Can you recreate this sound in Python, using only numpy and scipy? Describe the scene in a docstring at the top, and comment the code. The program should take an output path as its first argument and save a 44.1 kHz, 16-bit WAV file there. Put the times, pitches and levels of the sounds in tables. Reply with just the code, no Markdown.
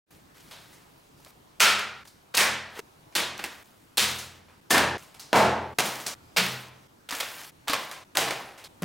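"""Paper rustles over a faint hum and hiss, then envelopes and cardboard mailers are tossed one by one
onto a hard wooden table in a live room. Each landing is a few crackling slaps, coloured by the air
pocket under the sheet, with sharp ticks from edges and corners. The table top thumps in its low modes,
the room rings on, and paper rustles between throws. Many tails stop abruptly."""
import sys
import numpy as np
from scipy import signal
from scipy.io import wavfile
from scipy.ndimage import uniform_filter1d

SR = 44100
rng = np.random.default_rng(int(sys.argv[2]) if len(sys.argv) > 2 else 0)


def master_out(mix):
    """Clip the mix to full scale and print it as 16-bit PCM to the path in sys.argv[1]."""
    frames = np.transpose(np.atleast_2d(mix))
    ceiling = np.clip(frames, -1, 1)
    pcm = np.round(ceiling * 32767).astype(np.int16)
    wavfile.write(sys.argv[1], SR, pcm)


N = 389844


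def gain_of(db):
    return 10 ** (np.asarray(db) / 20)


def unit_rms(x):
    return x / np.sqrt(np.mean(x ** 2) + 1e-20)


def curve_at(points, hz):
    """Read a curve of (frequency, value) points on a log frequency axis."""
    point_hz, value = np.transpose(points)
    return np.interp(np.log(hz + 1), np.log(point_hz + 1), value)


def add(mix, start_s, sound):
    part = mix[..., round(start_s * SR):][..., :sound.shape[-1]]
    part += sound[..., :part.shape[-1]]


def eq_impulse(db_at):
    """Causal impulse response with the gain db_at(Hz)."""
    log_gain = np.log(gain_of(db_at(abs(np.fft.fftfreq(2048, 1 / SR)))))
    return np.fft.ifft(np.exp(np.conj(signal.hilbert(log_gain)))).real[:1024]


# Colour of the background bed: (frequency [Hz], relative level [dB])
TONE_SPECTRUM = [(20, -28.5), (60, -13), (125, -6), (200, -11.5), (300, -11), (500, -18), (900, -18),
                 (1900, -25.5), (4000, -28), (16000, -35.5)]
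# Its stereo width: (frequency [Hz], side minus mid [dB])
TONE_WIDTH = [(60, -22), (240, -3.5), (950, 3), (3770, -1.5), (15000, -13)]


def room_tone():
    """A steady bed of air hum and hiss whose colour shimmers faintly."""
    frames, hz = N // 256 + 5, np.fft.rfftfreq(1024, 1 / SR)
    real, imag, drift = rng.standard_normal((frames, 513, 2, 3)).T
    shimmer_db = 1.3 * unit_rms(uniform_filter1d(uniform_filter1d(drift[0], 12, 0), 14, 1))
    spectrum = (real + 1j * imag) * gain_of(curve_at(TONE_SPECTRUM, hz)[:, None] + shimmer_db)
    spectrum[1] *= gain_of(curve_at(TONE_WIDTH, hz))[:, None]
    mid, side = signal.istft(spectrum, nperseg=1024, noverlap=768)[1][:, :N]
    return unit_rms(np.array([mid + side, mid - side]))


def crackle(count, snaps_per_s, spread_db):
    """Friction noise with clumped little snaps of creasing paper on top."""
    sizes = gain_of(spread_db * np.minimum(rng.exponential(1, count), 4))
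    snaps = sizes * (rng.random(count) < snaps_per_s / SR)
    clumps = signal.lfilter([1], [1, -.97], snaps)
    return unit_rms((0.9 + clumps) * rng.standard_normal(count))


# Paper handled or sliding; a negative fall is a swell:
# (time [s], length [s], level [dB], fall over the length [dB], treble tilt [dB/octave])
RUSTLES = [(0.104, 0.17, -59, 18, -2), (0.341, 0.4, -58, 2, -3), (0.618, 0.47, -64, 8.5, -1.5),
           (1.172, 0.14, -64.5, -8.5, -1.5), (2.05, 0.095, -56, 28, -3), (2.697, .1, -63, -22, -5.5),
           (3.364, 0.62, -52.5, 24, -1.5), (4.081, 0.33, -40, 29, -3), (4.977, 0.21, -50.5, 26, -4),
           (5.828, 0.329, -36.5, 19, -3), (6.42, 0.28, -36, 24.5, -3), (7.117, .39, -38.5, 11, -2),
           (7.781, 0.28, -46, 22, -3.5), (8.202, 0.45, -41.5, 28.5, -5)]


def rustle(length_s, level_db, fall_db, tilt_db):
    """Crackle that dies away as the paper slows, or swells; its colour wanders as the contact shifts."""
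    count = round(length_s * SR)
    hz, t, spectrum = signal.stft(crackle(count, snaps_per_s=150, spread_db=1.4), SR, nperseg=256)
    envelope_db = level_db - fall_db * (t / length_s) ** 1.44  # steepens as a slide comes to rest
    octaves = np.log2(np.maximum(hz, 1200) / 8000)[:, None]
    low_cut_db = 3.3 * np.log2(np.clip(hz / 1500, .01, 1))[:, None]  # a small sheet radiates little bass
    drift = rng.standard_normal(spectrum.T.shape)
    wander_db = 1.73 * unit_rms(uniform_filter1d(uniform_filter1d(drift, 8, axis=0), 20, axis=1)).T
    spectrum *= gain_of(envelope_db + octaves * tilt_db + low_cut_db + wander_db)
    return signal.istft(spectrum, SR, nperseg=256)[1][:count] * signal.windows.tukey(count, .05)


# Voice of the mail, first the stack in the thrower's hands, then each thrown piece:
# (bass [dB], low mids [dB], treble [dB], air pocket ring [dB], contact decay to -60 dB [s])
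MAIL_VOICES = [(-19.5, -13.5, -7, 7, 0.074), (-31.5, -23, -15, 8, 0.045), (-25.5, -17.5, -10.5, 6, 0.067),
               (-20, -16.5, -12, 4, 0.068), (-23, -20, -6.5, 4.5, 0.087), (-12, -11, -13.5, 7, 0.07),
               (-8.5, -2.5, -16.5, 5.5, 0.054), (-14.5, -10.5, -9, 4.5, 0.091),
               (-20.5, -17.5, -16, 3.5, 0.13), (-28, -16.5, -16, 3.5, 0.081), (-21.5, -13, -14, 6.5, 0.12),
               (-16.5, -11, -12.5, 5, 0.093), (5, -0.5, -16, 3, 0.058)]
# One list of hits per voice:
# (time [s], level [dB], air pocket pitch [Hz], brightness [dB], reverb send [dB])
MAIL_SLAPS = [
    [(.5112, -31, 3730, -4, 6.5), (.7294, -46, 1970, 2, 8), (1.2471, -52, 4640, 5, -4),
     (1.2615, -37, 760, -14, -12), (2.0742, -42.5, 4370, 6.5, -3), (3.1243, -44, 2250, -6, 4.5),
     (4.4842, -36.5, 910, -17, 1.5), (5.03, -40, 1050, -3, 0), (5.1437, -33.5, 730, -3.5, -1),
     (5.196, -37, 4960, 3.5, 3.5), (8.6408, -31.5, 3940, -0.5, -0.5)],
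    [(1.5985, -15.5, 1360, 3, 1), (1.6028, 1.4, 1360, -0.5, 8), (1.6244, -6, 1350, -3, 6.5),
     (1.7894, -15.5, 1340, -2, -1.5)],
    [(2.3408, -15, 4400, -12, 5), (2.349, -11.5, 2900, 4, -2), (2.3698, -5.5, 4220, 7.5, -16),
     (2.3795, -5.5, 1770, -1.5, 8.5), (2.404, -11.5, 2300, -6, 0), (2.7911, -23, 729, -5, 7)],
    [(3.1524, -8, 3800, 2.5, 4.5), (3.1794, -14.5, 3520, -14, 4), (3.392, -15.5, 1510, -11, -1.5),
     (3.4405, -12, 1900, -2.5, -6.5)],
    [(3.972, -12, 3630, 0, -2.5), (3.9804, -5.5, 3780, -2, 1), (4.0244, -13, 1240, -3, 4.5),
     (4.185, -29.5, 5950, 4, 1.5)],
    [(4.6991, -34.5, 4760, 7, -6), (4.7052, -5.5, 1720, 4.5, 4.5), (4.7441, -3.5, 1690, -7, 1),
     (4.7766, -2.5, 848, -3, -5)],
    [(5.3298, -4.5, 960, -5.5, 1.5), (5.3564, -0.1, 880, 0.2, 8)],
    [(5.7857, -5.5, 770, -3.5, -4), (5.8551, -17.5, 790, 1.5, 1), (6.0044, -30, 775, 2, -1),
     (6.056, -35, 776, -8, .3), (6.063, -22, 5630, 3, 0)],
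    [(6.3637, -10.5, 1200, -5, -5), (6.3684, -3.5, 4130, 0.5, 0), (6.3844, -12.5, 2460, -3, -4)],
    [(7.0893, -18, 3600, 0, -6), (7.1088, -14.5, 1060, 1.5, -3), (7.1253, -15.5, 1450, -10, -1.5),
     (7.149, -22, 1000, 6, -6), (7.202, -9.5, 3300, 1.5, -4.5), (7.2242, -15, 765, -13, -7),
     (7.4024, -31, 1890, 7, 2)],
    [(7.674, -28.5, 895, -7, 5), (7.6812, -11.5, 1200, -2.5, -4.8), (7.6974, -15.5, 3960, 0.5, 1.5),
     (7.7328, -10.5, 1090, -3.5, -5.5), (7.9139, -29, 1040, 2.5, 0.5)],
    [(8.1511, -17, 780, -4, -0.5), (8.1708, -5, 770, 1.5, -3.5), (8.2766, -17, 790, -7, -8.5),
     (8.3054, -15.5, 780, -5, -3), (8.5764, -39.5, 2450, 1.5, 7)],
    [(8.8215, -20, 740, 4, 0)],
]
SLAP_ATTACK_S = .0009


def slap(voice, level_db, pocket_hz, bright_db, send_db):
    """A sheet lands edge first and lies down in a crackling burst: (direct sound, reverb send)."""
    bass_db, low_mid_db, treble_db, ring_db, decay_s = voice
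    bass_db -= 0.21 * bright_db  # a brighter, edgier contact has less body
    low_mid_db -= 0.21 * bright_db
    treble_db += bright_db
    t = np.arange(8192) / SR
    envelope = (1 - np.exp(-t / SLAP_ATTACK_S)) * gain_of(-60 * t / decay_s)
    contact = crackle(len(t), snaps_per_s=400, spread_db=4.8) * envelope
    sheet_eq = [(40, bass_db - 38), (110, bass_db + 11), (250, bass_db + 15), (700, low_mid_db + 14.5),
                (2500, 0.022), (9500, treble_db + 4.5), (17000, treble_db - 3)]
    ring_width = 0.096 * pocket_hz / 1300  # a small, high air pocket resonates more broadly

    def body_db(hz):
        pocket_db = ring_db * np.exp(-(np.log((hz + 1) / pocket_hz) / ring_width) ** 2)
        return curve_at(sheet_eq, hz) + pocket_db

    body = gain_of(level_db - 4) * eq_impulse(body_db)
    send = np.zeros(len(t))  # the room hears the sheet from all sides: one pulse, a smooth spectrum
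    send[0] = gain_of(send_db) * np.linalg.norm(contact)
    return signal.oaconvolve(np.array([contact, send]), body[None])


# Ticks and knocks of edges and corners: (time [s], level [dB], pitch [Hz])
EDGE_TICKS = [(0.5117, -47, 3320), (1.199, -48, 905), (1.2625, -46, 590), (2.3411, -29, 4450),
              (2.792, -26, 432), (2.3802, -2, 2620), (3.1566, -15, 3620), (3.164, -20.5, 2110),
              (3.2029, -15.5, 2150), (3.3794, -26, 6000), (3.4425, -37, 330), (3.441, -23, 2640),
              (3.976, -10, 4200), (3.9803, -5, 3520), (5.145, -45, 2980), (5.1964, -28, 4640),
              (5.7857, -20, 3750), (6.3844, -9, 2480), (6.4644, -21, 2300), (7.091, -25, 3020),
              (7.092, -29, 3760), (7.109, -20, 5000), (7.126, -34, 280), (7.697, -26, 290),
              (7.2074, -12, 3300), (7.682, -14, 3550), (7.6969, -16, 3760), (7.733, -18, 1190),
              (7.9144, -30, 3950), (8.154, -28, 3080), (8.1717, -16, 3960), (8.401, -39, 3170),
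              (8.4894, -35, 2590), (8.6403, -37, 3780), (8.8226, -23, 11300)]


def edge_tick(level_db, hz):
    """A stiff paper edge strikes: a click with a brief ring and a spray of noise."""
    t = np.arange(1024) / SR
    ring = np.sin(2 * np.pi * hz * t) * np.exp(-t * hz / 4.5)
    spray = 0.54 * np.diff(rng.standard_normal(len(t) + 1)) * np.exp(-t / 0.00059)
    return gain_of(level_db - 3.5) * (ring + spray)


# Tail of the live room: (frequency [Hz], decay to -60 dB [s])
REVERB_DECAY = [(100, 0.48), (260, 0.73), (700, 0.75), (1840, 0.66), (4850, 0.53), (12800, 0.31)]
# Its stereo width: (frequency [Hz], side minus mid [dB])
REVERB_WIDTH = [(60, -23), (240, -16.5), (950, -14.5), (3770, -12), (15000, -20)]


def room_reverb(send, build_s=0.0051):
    """Dense reflections build up, then die band by band; the two ears differ a little."""
    hz, t, spectrum = signal.stft(rng.standard_normal((2, SR)), SR, nperseg=256)
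    spectrum *= gain_of(-60 * t / curve_at(REVERB_DECAY, hz)[:, None])
    spectrum[1] *= gain_of(curve_at(REVERB_WIDTH, hz))[:, None]
    mid, side = signal.istft(spectrum, SR, nperseg=256)[1]
    tail = np.array([mid + side, mid - side]) * (1 - np.exp(-np.arange(len(mid)) / SR / build_s))
    tail /= np.linalg.norm(tail[0])
    return signal.fftconvolve(send[None], tail, axes=1)[:, :len(send)]


# Low modes of the wooden top: (pitch [Hz], decay to -60 dB [s], attack [s])
TABLE_MODES = [(60, 0.7, .03), (86, 1.4, 0.046), (126.3, 0.85, 0.062), (181.5, 0.4, 0.009),
               (209.3, 0.84, 0.025)]
# Balance of those modes: (level [dB])
MODE_LEVELS = [-8.5, 0.5, 5.2, 7.5, 8.5]
# Their nodal lines: (along [count], across [count])
MODE_NODES = [(1, 0), (1, 0), (0, 1), (2, 1), (0, 2)]
# Blows to the top: (time [s], level [dB], place along [0-1], place across [0-1])
TABLE_THUMPS = [(1.599, -43, .32, 0.39), (2.376, -43, .23, 0.12), (3.155, -49, .26, 0.13),
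                (3.972, -39, .26, 0.18), (4.706, -29.5, .31, 0.22), (5.333, -25.5, .36, 0.31),
                (5.785, -41, .49, 0.3), (6.369, -32, .47, 0.22), (7.678, -51.5, .37, 0.34),
                (8.171, -42.5, .49, 0.27), (8.819, -25.9, .49, 0.78)]


def table_thump(level_db, along, across):
    """The top rings in close pairs of modes that swell, beat and die."""
    t = np.arange(SR) / SR
    thump = np.zeros(SR)
    for mode_db, (m, n), (hz, decay_s, attack_s) in zip(MODE_LEVELS, MODE_NODES, TABLE_MODES):
        coupling = np.cos(np.pi * m * along) * np.cos(np.pi * n * across)  # zero on a nodal line
        envelope = gain_of(level_db + mode_db - 60 * t / decay_s) * (1 - np.exp(-t / attack_s)) ** 2
        twin = 0.29 * np.sin(2 * np.pi * (hz * rng.uniform(1.04, 1.1) * t + rng.random()))
        thump += coupling * envelope * (np.sin(2 * np.pi * hz * t) + twin)
    return thump


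# Stretches of sound, each choking the tails of the one before: (time [s], room tone level [dB])
STRETCHES = [(0.105, -56.5), (2.041, -57.5), (2.807, -56), (3.64, -57.5), (4.61, -57.5), (4.978, -56),
             (5.744, -57.5), (6.147, -55), (6.879, -58), (7.516, -57), (8.045, -57.5), (8.683, -56)]


def choke(start_s, sound):
    """A sound stops dead at the end of the stretch in which it begins."""
    end_s = min([s for s, _ in STRETCHES if s > start_s], default=N / SR)
    return sound[..., :round((end_s - start_s) * SR)]


def scene():
    """Lay out the paper and the table, then add reverb and room tone and gate each stretch."""
    mix, tone = np.zeros((2, N)), room_tone()
    paper, table, rustles = np.zeros((2, N)), np.zeros(N), np.zeros(N)
    direct, send = paper  # views of its two rows
    for voice, slaps in zip(MAIL_VOICES, MAIL_SLAPS):
        for s, *hit in slaps:
            add(paper, s - SLAP_ATTACK_S, choke(s, slap(voice, *hit)))
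    for s, *hit in EDGE_TICKS:
        add(direct, s, choke(s, edge_tick(*hit)))
    for s, *blow in TABLE_THUMPS:
        add(table, s, choke(s, table_thump(*blow)))
    for s, *gesture in RUSTLES:
        add(rustles, s, rustle(*gesture))
    rustles = gain_of([[0.5], [0]]) * rustles  # the thrower's hands are to the left
    ends = [s for s, _ in STRETCHES[1:]] + [2 * N / SR]  # the last gate stays open
    for (start_s, tone_db), end_s in zip(STRETCHES, ends):
        a, b = round(start_s * SR), min(round(end_s * SR), N)
        t = np.arange(a, b) / SR
        reverb = room_reverb(send[a:b])
        pan_db = .4 * rng.standard_normal() * np.array([[1], [-1]])  # throws land a little left or right
        action = gain_of(pan_db) * direct[a:b] + reverb + table[a:b] + rustles[:, a:b]
        gate = np.clip((end_s - t) / 0.0082, 0, 1) * np.clip((t - start_s) / 0.0026, 0, 1)
        bed = gain_of(tone_db) * tone[:, a:b] * np.maximum(gate, .45)  # the room tone only dips
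        mix[:, a:b] = action * gate + bed
    lead_t = np.arange(round(STRETCHES[0][0] * SR)) / SR
    fade_in = np.clip((lead_t - .062) / .04, 0, 1)
    mix[:, :len(lead_t)] = gain_of(-68.5) * tone[:, :len(lead_t)] * fade_in
    return mix


def record(dry):
    """A limiter holds down the loudest landings and lets go as they die; a low-pass trims the top."""
    threshold_db, cutoff_hz = -17, 16000
    power_db = 10 * np.log10(abs(uniform_filter1d((dry ** 2).mean(0), 100)) + 1e-12)
    release_db = np.arange(N) * 180 / SR  # the held peak sinks 180 dB a second
    peak_db = np.maximum.accumulate(power_db + release_db) - release_db
    over_db = np.maximum(peak_db - threshold_db, 0)
    limited = dry / gain_of(.6 * uniform_filter1d(over_db, 60))
    low_pass = signal.firwin(511, cutoff_hz, window=("kaiser", 9), fs=SR)
    return signal.oaconvolve(limited, low_pass[None], "same")


dry = scene()
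out = record(dry)
master_out(out)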